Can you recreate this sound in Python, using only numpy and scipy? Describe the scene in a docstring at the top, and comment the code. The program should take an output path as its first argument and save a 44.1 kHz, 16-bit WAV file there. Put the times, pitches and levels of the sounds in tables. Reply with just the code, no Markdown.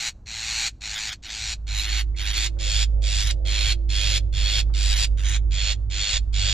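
"""Sixteen harsh rasps, close by: a bird scolding from a leafy bush.
Each rasp is a crescendo of about a hundred bursts a second, each burst a few sharp clicks ringing in
the throat; now and then the voice cracks. A low throb like a far engine swells underneath with a faint
hum, over a hollow drone, three soft taps and outdoor air. The sound starts narrow, then spreads."""
import sys
import numpy as np
from scipy import signal
from scipy.fft import rfft, irfft, next_fast_len
from scipy.io import wavfile

SR = 44100
rng = np.random.default_rng(int(sys.argv[2]) if len(sys.argv) > 2 else 0)


def dump(signal):
    """Clip the signal to [-1, 1] and save it as 16-bit WAV at the path in sys.argv[1]."""
    limited = np.clip(np.atleast_2d(signal).T, -1, 1)
    pcm = np.round(limited * 32767).astype(np.int16)
    wavfile.write(sys.argv[1], SR, pcm)


N = 287973

# start/s, end/s, relative end level/dB, crescendo/dB, 5 kHz ring/dB and 7 kHz edge/dB re body,
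# flutter/Hz, flutter rise/fraction, beak opening/0-1, throat tuning/ratio, treble fizz/dB
RASP_CALLS = [(-0.1, 0.09, -28, 1.5, -8.5, -5.5, 116.8, 0.046, 0.0, 1, 3.5),
              (0.2561, 0.68, -25.5, 9.3, -9.5, -6, 113.9, 0.047, 0.0061, 1.0, 0),
              (0.8046, 1.131, -29.5, 0.87, -7.5, -6.5, 106.5, 0.028, 0.0, 1, -1.5),
              (1.2228, 1.534, -29.9, 3.8, -7, -6.5, 110, 0.084, 0.31, 1.01, -6),
              (1.665, 2.011, -26.5, 2.9, -11, -9.8, 105.9, 0.089, 0.4, 0.975, 4.0),
              (2.1601, 2.469, -25.5, 4.3, -7.5, -8.5, 105.3, 0.13, 0.54, 0.994, 6.5),
              (2.5847, 2.836, -25.5, 4.6, -6, -7, 105.6, 0.13, 1.0, 0.997, 4.5),
              (3.0156, 3.308, -23, 7.9, -5, -7, 104.1, 0.067, 0.93, 1.035, 3.5),
              (3.4475, 3.726, -24.5, 2.2, -10, -11.5, 104.9, 0.12, 0.94, 0.97, 8),
              (3.8873, 4.177, -24.5, 2.5, -7, -10, 101.6, 0.09, 0.99, 0.98, 9.5),
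              (4.3231, 4.606, -24, 6, -8.5, -11.5, 103.5, 0.17, 1.0, 0.99, 4.5),
              (4.7337, 5.049, -24.5, 4.8, -5.5, -7.5, 101.75, 0.079, 0.77, 1.05, 6),
              (5.1685, 5.366, -29, 5.2, -12, -6.5, 101.1, 0.13, 0.35, 0.86, 7),
              (5.5047, 5.727, -26, 4.2, -9, -8.5, 100.3, 0.15, 0.94, 0.985, -23),
              (5.8962, 6.172, -24, 5.6, -8.5, -7.5, 101.5, 0.11, 0.89, 0.99, -29),
              (6.326, 6.528, -24, 4.3, -7.5, -8, 98, 0.086, 1.0, 1.008, -27)]
def bird(level_db=-2, shimmer_db=-13, treble_shimmer_db=-5):
    """Rasps in a bush; as the image spreads, the echoes part and the treble shimmers side to side."""
    voice = np.zeros(N)
    for row in RASP_CALLS:
        add(voice, *rasp(*row))
    echoes = foliage(voice)
    centre = echoes.mean(0)
    treble = band(voice, 7500, 16000)
    shimmer = (amp(shimmer_db) * voice + amp(treble_shimmer_db) * treble) * drift(120)
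    sides = echoes - centre + np.array([shimmer, -shimmer])
    return amp(level_db) * (voice + centre + curve(STEREO_SPREAD) * sides)


# voice cracks: t/s, half length/s, body change/dB, ring and edge change/dB, fizz change/dB
VOICE_BREAKS = [(0.969, 0.012, -1, -7, 5), (1.112, 0.015, -4.8, -9, -5), (1.28, 0.017, -2.5, -8, 9),
                (1.797, 0.03, 1, 2.0, 12), (1.877, 0.014, -5, -8, 4), (2.007, 0.016, -3.5, -6, 4),
                (2.24, 0.026, -2.5, -8.5, 7.5), (2.325, 0.011, -6, -10, 7.5), (2.377, 0.0071, 4, 1.8, 10.5),
                (3.253, 0.03, -9.5, -8.5, 3.5), (3.296, 0.0085, -4, -11, 2.5), (4.95, 0.013, -3.7, -8.5, 2),
                (4.973, 0.013, -3, -3, 3.5), (5.222, 0.018, -11, -8, 3.5), (5.294, 0.011, -2.5, 2, 11.0)]
def rasp(start_s, end_s, level_db, swell_db, ring_db, edge_db, flutter_hz, rise, beak, tuning, fizz_db,
         attack_s=.026, release_db_per_s=950, glide=.011, sag=.85, full_crack_db=-8, brighten_db=4.5):
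    """One call: the flutter speeds up and the throat tightens; in a crack its resonances sag."""
    t = np.arange(start_s, end_s + .04, 1 / SR)
    progress = (t - start_s) / (end_s - start_s)
    breaks = np.array([bump(t, at_s, half_s) for at_s, half_s, *_ in VOICE_BREAKS])
    body_break_db, ring_break_db, fizz_break_db = np.array(VOICE_BREAKS)[:, 2:].T @ breaks

    hz = np.fft.rfftfreq(1024, 1 / SR)
    drive = syrinx(len(t), flutter_hz, rise)
    slack = unit(resonate(drive, throat(hz / (tuning - glide), beak, fizz_db)))
    tight = unit(resonate(drive, throat(hz / (tuning + glide), beak, fizz_db)))
    cracked = unit(resonate(drive, throat(hz / (tuning * sag), beak / 2, fizz_db)))
    crack = np.clip(ring_break_db / full_crack_db, 0, 1)
    voice = np.sqrt(1 - crack ** 2) * (slack + progress * (tight - slack)) + crack * cracked
    voice = strain(voice, depth_db=3 + 3.5 * breaks.max(0))

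    ring, edge, fizz = band(voice, 4780, 6100), band(voice, 6100, 9300), band(voice, 9300, 20000)
    body = voice - ring - edge - fizz
    fizz_gain = amp(fizz_break_db + brighten_db * (progress - 1))
    voice = (amp(body_break_db) * body + fizz_gain * fizz) / np.std(body)
    voice += amp(ring_break_db) * (amp(ring_db) * unit(ring) + amp(edge_db) * unit(edge))

    attack = 1 - np.exp(-(t - start_s) / attack_s)
    crescendo_db = level_db - swell_db * np.maximum(1 - progress, 0) ** 1.59  # levels off at the end
    release_db = release_db_per_s * np.maximum(t - end_s, 0)
    return start_s, voice * attack * amp(crescendo_db - release_db)


def syrinx(size, flutter_hz, rise, count=7, click_gap_ms=1.33, burst_ms=2.13, spit_ms=.65, jitter=.012):
    """Bursts of uneven clicks, each with a spit of air; the bursts quicken and lengthen."""
    progress = np.linspace(-.5, .5, size)
    cycles = np.cumsum(flutter_hz * (1 + rise * progress)) / SR
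    centres = np.flatnonzero(np.diff(np.floor(cycles + .5)))
    burst_shift, burst_size = rng.standard_normal((2, len(centres), 1))
    click_gap, click_size = rng.standard_normal((2, len(centres), count))
    offset_ms = np.cumsum(click_gap_ms * np.exp(.13 * click_gap), axis=1)
    offset_ms = offset_ms - offset_ms[:, count // 2, None]
    width_ms = burst_ms * np.exp(.6 * progress)
    flat_top = bump((offset_ms / width_ms[centres, None]) ** 2, 0, 1.61)
    strength = flat_top * amp(.36 * burst_size - .34 * click_size)
    onsets = centres[:, None] + SR * (offset_ms / 1000 + jitter * burst_shift / flutter_hz)
    clicks = np.bincount(np.clip(onsets, 0, size - 1).astype(int).ravel(), strength.ravel(), size)
    spit_envelope = signal.lfilter([1], [1, -np.exp(-1000 / (spit_ms * SR))], clicks)
    spits = spit_envelope * rng.standard_normal(size)
    from_centre_ms = ((cycles + .5) % 1 - .5) * 1000 / flutter_hz
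    puffs = bump(from_centre_ms, 0, width_ms) * rng.standard_normal(size)
    return smear(unit(clicks) + .49 * unit(spits) + .45 * unit(puffs))


def smear(x, delay_ms=1.3, reference_hz=8000):
    """The treble of a click leaves later, which blunts its peak."""
    hz = np.fft.rfftfreq(len(x), 1 / SR)
    return irfft(rfft(x) * np.exp(-1j * np.pi * delay_ms / 1000 * hz ** 2 / reference_hz), len(x))


# click spectrum, beak nearly shut: f/Hz, level/dB
BEAK_SHUT = [(250, -21), (540, -30), (850, -15), (1150, -17), (1600, -10.5), (2550, -3), (3300, -13),
             (3950, -1), (4400, -1.5), (5000, -15.5), (5700, -8), (7500, -11.5), (9500, -33.5),
             (12800, -34), (15500, -36)]
# click spectrum, beak wide open: f/Hz, level/dB
BEAK_OPEN = [(200, -37), (450, -17), (600, -9.5), (800, -19), (1050, -18), (1500, -12), (2000, -9.5),
             (2600, -4.5), (4300, -2.5), (5900, -12.5), (7400, -10.5), (8700, -23), (10700, -34.5),
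             (12000, -28), (15000, -61)]
# resonances of throat and open beak: f/Hz, width/Hz, gain/dB
THROAT_MODES = [(2450, 420, 3), (3050, 120, -3), (3407, 217, 6), (4200, 170, -0.5), (4410, 125, 8),
                (5200, 230, 1), (6230, 39, 10.5), (6280, 110, -5.5), (6990, 330, 2.5), (12000, 340, 1)]
def throat(hz, beak, fizz_db):
    """Gain in dB of throat and beak; the resonances sharpen as the beak opens."""
    modes_db = sum(db * bump(hz, centre_hz, width_hz) for centre_hz, width_hz, db in THROAT_MODES)
    open_db = at_hz(BEAK_OPEN, hz) + modes_db
    shut_db = at_hz(BEAK_SHUT, hz) + .24 * modes_db
    treble_db = fizz_db * (bump(hz, 10200, 840) + bump(hz, 14600, 1100))
    return beak * open_db + (1 - beak) * shut_db + treble_db


def strain(x, depth_db, spacing_hz=1250, slide=.09, knots_per_s=22):
    """In a strained call, three combs of resonances slide about and come and go."""
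    hz, t, spectrum = signal.stft(x, SR, nperseg=512, noverlap=384)
    knots_s = np.arange(0, t[-1] + 1, 1 / knots_per_s)
    combs = 0
    for _ in range(3):
        bend, presence = (np.interp(t, knots_s, rng.standard_normal(len(knots_s))) for _ in range(2))
        bent_hz = spacing_hz * np.exp(.25 * rng.standard_normal() + slide * bend)
        combs = combs + presence * np.cos(2 * np.pi * hz[:, None] / bent_hz)
    ripple_db = np.clip(hz / 4000, 0, 1)[:, None] * np.interp(t, np.arange(len(x)) / SR, depth_db)
    spectrum *= amp(ripple_db * np.tanh(unit(combs)))
    return signal.istft(spectrum, SR, nperseg=512, noverlap=384)[1][:len(x)]


def foliage(x, near_db=-12, near_t60_s=.02, far_db=-33, far_t60_s=.44):
    """Close leaves scatter the call at once; farther trees add a faint tail, different at each side."""
    t = np.arange(SR // 3) / SR
    reflections = rng.standard_normal((2, len(t))) * (rng.random((2, len(t))) < .2) * (t > .0005)
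    near = amp(near_db) * unit(band(reflections, 2290, 16000) * amp(-60 * t / near_t60_s))
    far = amp(far_db) * unit(reflections * amp(-60 * t / far_t60_s))
    return signal.fftconvolve(x[None], (near + far) / np.sqrt(len(t)), axes=1)[:, :N]


# low throb: t/s, level/dB
THROB_LEVELS = [(0.0, -55), (0.71, -45.5), (1.29, -49), (1.73, -25), (1.87, -31), (1.93, -22), (2.18, -27),
                (2.71, -25), (2.8, -20), (3.76, -23), (4.97, -20), (5.04, -26), (5.11, -20), (6.02, -27.5),
                (6.05, -44.5), (6.18, -24.5), (6.42, -22), (6.53, -27)]
# rumble envelope: t/s, relative level/dB
RUMBLE_LEVELS = [(0.0, -56), (0.16, -49.5), (1.27, -53.5), (1.54, -45), (2.82, -39), (5.89, -37),
                 (5.93, -40), (6.53, -35)]
# rumble colour: f/Hz, level/dB
RUMBLE_SPECTRUM = [(10, -2), (20, -3), (26, 7.5), (32, -4.5), (38, 4), (48, 4.5), (72, 2.5), (82, -5),
                   (98, 3.5), (120, -8), (160, -20), (240, -33.5), (400, -68.5)]
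# faint hum: t/s, relative level/dB
HUM_LEVELS = [(1.5, -77), (1.62, -81), (1.84, -59), (2.66, -55), (2.7, -64), (3.74, -52), (4.43, -59.5),
              (4.68, -53), (5.13, -66), (5.32, -56.5), (5.35, -66), (5.48, -50.5), (5.58, -68), (5.98, -59),
              (6.08, -85), (6.26, -62), (6.53, -64)]
def engine(throb_hz=53.15, hum_hz=336.4, rumble_db=5.5, hum_db=-.5):
    """Like a far engine: a near-sine throb in lumpy rumble, a wavering hum above."""
    throb = amp(curve(THROB_LEVELS) + .7 * drift(8.7)) * tone(throb_hz, waver_hz=.5, per_s=4.6)
    lumps = amp(curve(RUMBLE_LEVELS) + rumble_db + drift(5.5))
    rumble = lumps * noise(lambda hz: amp(at_hz(RUMBLE_SPECTRUM, hz)))
    hum = amp(curve(HUM_LEVELS) + hum_db + 1.8 * drift(4.8)) * tone(hum_hz, waver_hz=3.7, per_s=10.7)
    return throb + rumble + hum


# swells: t/s, half length/s, relative level/dB
DRONE_SWELLS = [(2.64, 0.078, -48.5), (3.0, .06, -46.5), (3.433, 0.083, -47), (4.604, 1, -54.5)]
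# resonances: f/Hz, width/Hz, level/dB
DRONE_MODES = [(458, 29, -10), (547, 22, -1.5), (669, 29, -4.5), (800, 25, -12)]
def drone(level_db=-2):
    """Faint hollow swells of noise in narrow resonances."""
    t = np.arange(N) / SR
    swells = sum(amp(db + level_db) * bump(t, at_s, half_s) for at_s, half_s, db in DRONE_SWELLS)
    return swells * noise(lambda hz: sum(amp(db) * bump(hz, f, width) for f, width, db in DRONE_MODES))


# taps between rasps: t/s, level/dB, f/Hz, width/Hz
SOFT_TAPS = [(2.144, -47, 2110, 120), (2.567, -55.5, 910, 810), (4.695, -50.5, 900, 554)]
def tap(start_s, level_db, centre_hz, width_hz, t60_s=.14, rise_s=.0052):
    """A soft knock or tick: a band of noise that dies quickly."""
    age_s = np.maximum(np.arange(N) / SR - start_s, 0)
    envelope = np.minimum(age_s / rise_s, 1) * amp(level_db - 60 * np.minimum(age_s / t60_s, 2))
    return envelope * noise(lambda hz: bump(hz, centre_hz, width_hz))


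# outdoor wash: f/Hz, level/dB
AIR_SPECTRUM = [(100, -6), (350, 2), (600, 4), (1000, -3.5), (1500, -8), (2500, -24.5), (4500, -26.5),
                (7000, -20.5), (10000, -47.5), (15000, -60)]
def air(wash_db=-60, narrow_db=-8, sway_db=1.5, roar_db=-55.5):
    """A soft outdoor wash that grows as the image spreads, over a steady low roar."""
    wash = wide_noise(lambda hz: amp(at_hz(AIR_SPECTRUM, hz)), apart=1)
    roar = wide_noise(lambda hz: bump(hz, 87, 165), apart=1.2)
    level_db = wash_db + narrow_db * (1 - curve(STEREO_SPREAD)) + sway_db * drift(5.9)
    return amp(level_db) * wash + amp(roar_db) * roar


def amp(db):
    return 10 ** (np.asarray(db) / 20)


def unit(x):
    """Scales to rms 1."""
    return x / np.sqrt(np.mean(x ** 2) + 1e-20)


def at_hz(points, hz, column=1):
    """Reads a spectrum table on a log-frequency axis."""
    table = np.transpose(points)
    return np.interp(np.log(hz + 1), np.log(table[0] + 1), table[column])


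def curve(points):
    """Reads a time table at every sample."""
    return np.interp(np.arange(N) / SR, *np.transpose(points))


def bump(x, centre, width):
    """Gaussian of height 1."""
    return np.exp(-.5 * ((x - centre) / width) ** 2)


def add(mix, start_s, sound):
    """Mixes a sound in; start_s may be negative."""
    at = round(start_s * SR)
    sound = sound[max(-at, 0):]
    part = mix[max(at, 0):][:len(sound)]
    part += sound[:len(part)]


def band(x, low_hz, high_hz):
    """Zero-phase band-pass."""
    return signal.sosfiltfilt(signal.butter(5, [low_hz, high_hz], "bandpass", fs=SR, output="sos"), x)


def resonate(x, gain_db):
    """Minimum-phase filter: each click rings after it strikes."""
    log_gain = np.log(amp(np.concatenate([gain_db, gain_db[-2:0:-1]])))
    response = np.fft.ifft(np.exp(np.conj(signal.hilbert(log_gain)))).real
    return signal.fftconvolve(x, response[:len(gain_db)])[:len(x)]


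def drift(per_s):
    """Smooth random wander, rms 1."""
    steps = np.arange(N) / SR * per_s * 20
    wander = np.convolve(rng.standard_normal(int(steps[-1]) + 30), signal.windows.hann(17), "valid")
    return unit(np.interp(steps, np.arange(len(wander)), wander))


def tone(hz, waver_hz, per_s):
    """Sine of wandering pitch, rms 1."""
    return unit(np.sin(2 * np.pi * np.cumsum(hz + waver_hz * drift(per_s)) / SR))


def noise(gain):
    """Noise with spectrum gain(hz), rms 1."""
    size = next_fast_len(N)
    return unit(irfft(rfft(rng.standard_normal(size)) * gain(np.fft.rfftfreq(size, 1 / SR)), size)[:N])


def wide_noise(gain, apart):
    """Noise whose two sides part as the image spreads."""
    shared, left, right = (noise(gain) for _ in range(3))
    own = np.clip(apart * curve(STEREO_SPREAD), 0, 1)
    return np.sqrt(1 - own ** 2) * shared + own * np.array([left, right])


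def scene():
    """The bird over its surroundings."""
    return bird() + engine() + drone() + air() + sum(tap(*row) for row in SOFT_TAPS)


# image width: t/s, spread/0-1
STEREO_SPREAD = [(1.45, 0.084), (1.8, 0.62), (2.3, 0.75), (3.0, 0.75)]
# microphone pair at spread 1: f/Hz, left minus right/dB, left lead/rad
MIC_PORTS = [(232, -6.5, 0.5), (320, -20, 2.6), (590, -14.5, -4), (810, 0, -2.5), (1240, 1.5, 1.18),
             (2000, 0, 0.5), (2840, -12.5, 0.54), (2930, -3.5, 2), (3530, -6.5, 0.4), (5060, 0.5, -2.5),
             (5740, 3, -2), (6780, -9, -2.5), (7060, 9.5, 2), (8700, -1.5, 3), (9500, 1.5, 1.3),
             (12000, -0.5, 2.5)]
def record(dry, cutoff_hz=15600):
    """Two microphone ports colour and delay the sound differently as it spreads; then a low-pass."""
    faded = dry * signal.windows.tukey(N, .0007)
    hz, t, spectrum = signal.stft(faded, SR, nperseg=1024, noverlap=768)
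    log_ratio = np.log(amp(at_hz(MIC_PORTS, hz))) + 1j * at_hz(MIC_PORTS, hz, column=2)
    per_side = .5 * log_ratio[:, None] * np.interp(t, *np.transpose(STEREO_SPREAD))
    pair = signal.istft(spectrum * np.exp([per_side, -per_side]), SR, nperseg=1024, noverlap=768)[1]
    lowpass = signal.firwin(511, cutoff_hz, window=("kaiser", 9), fs=SR)
    return signal.oaconvolve(pair[:, :N], lowpass[None], "same")


dry = scene()
out = record(dry)
dump(out)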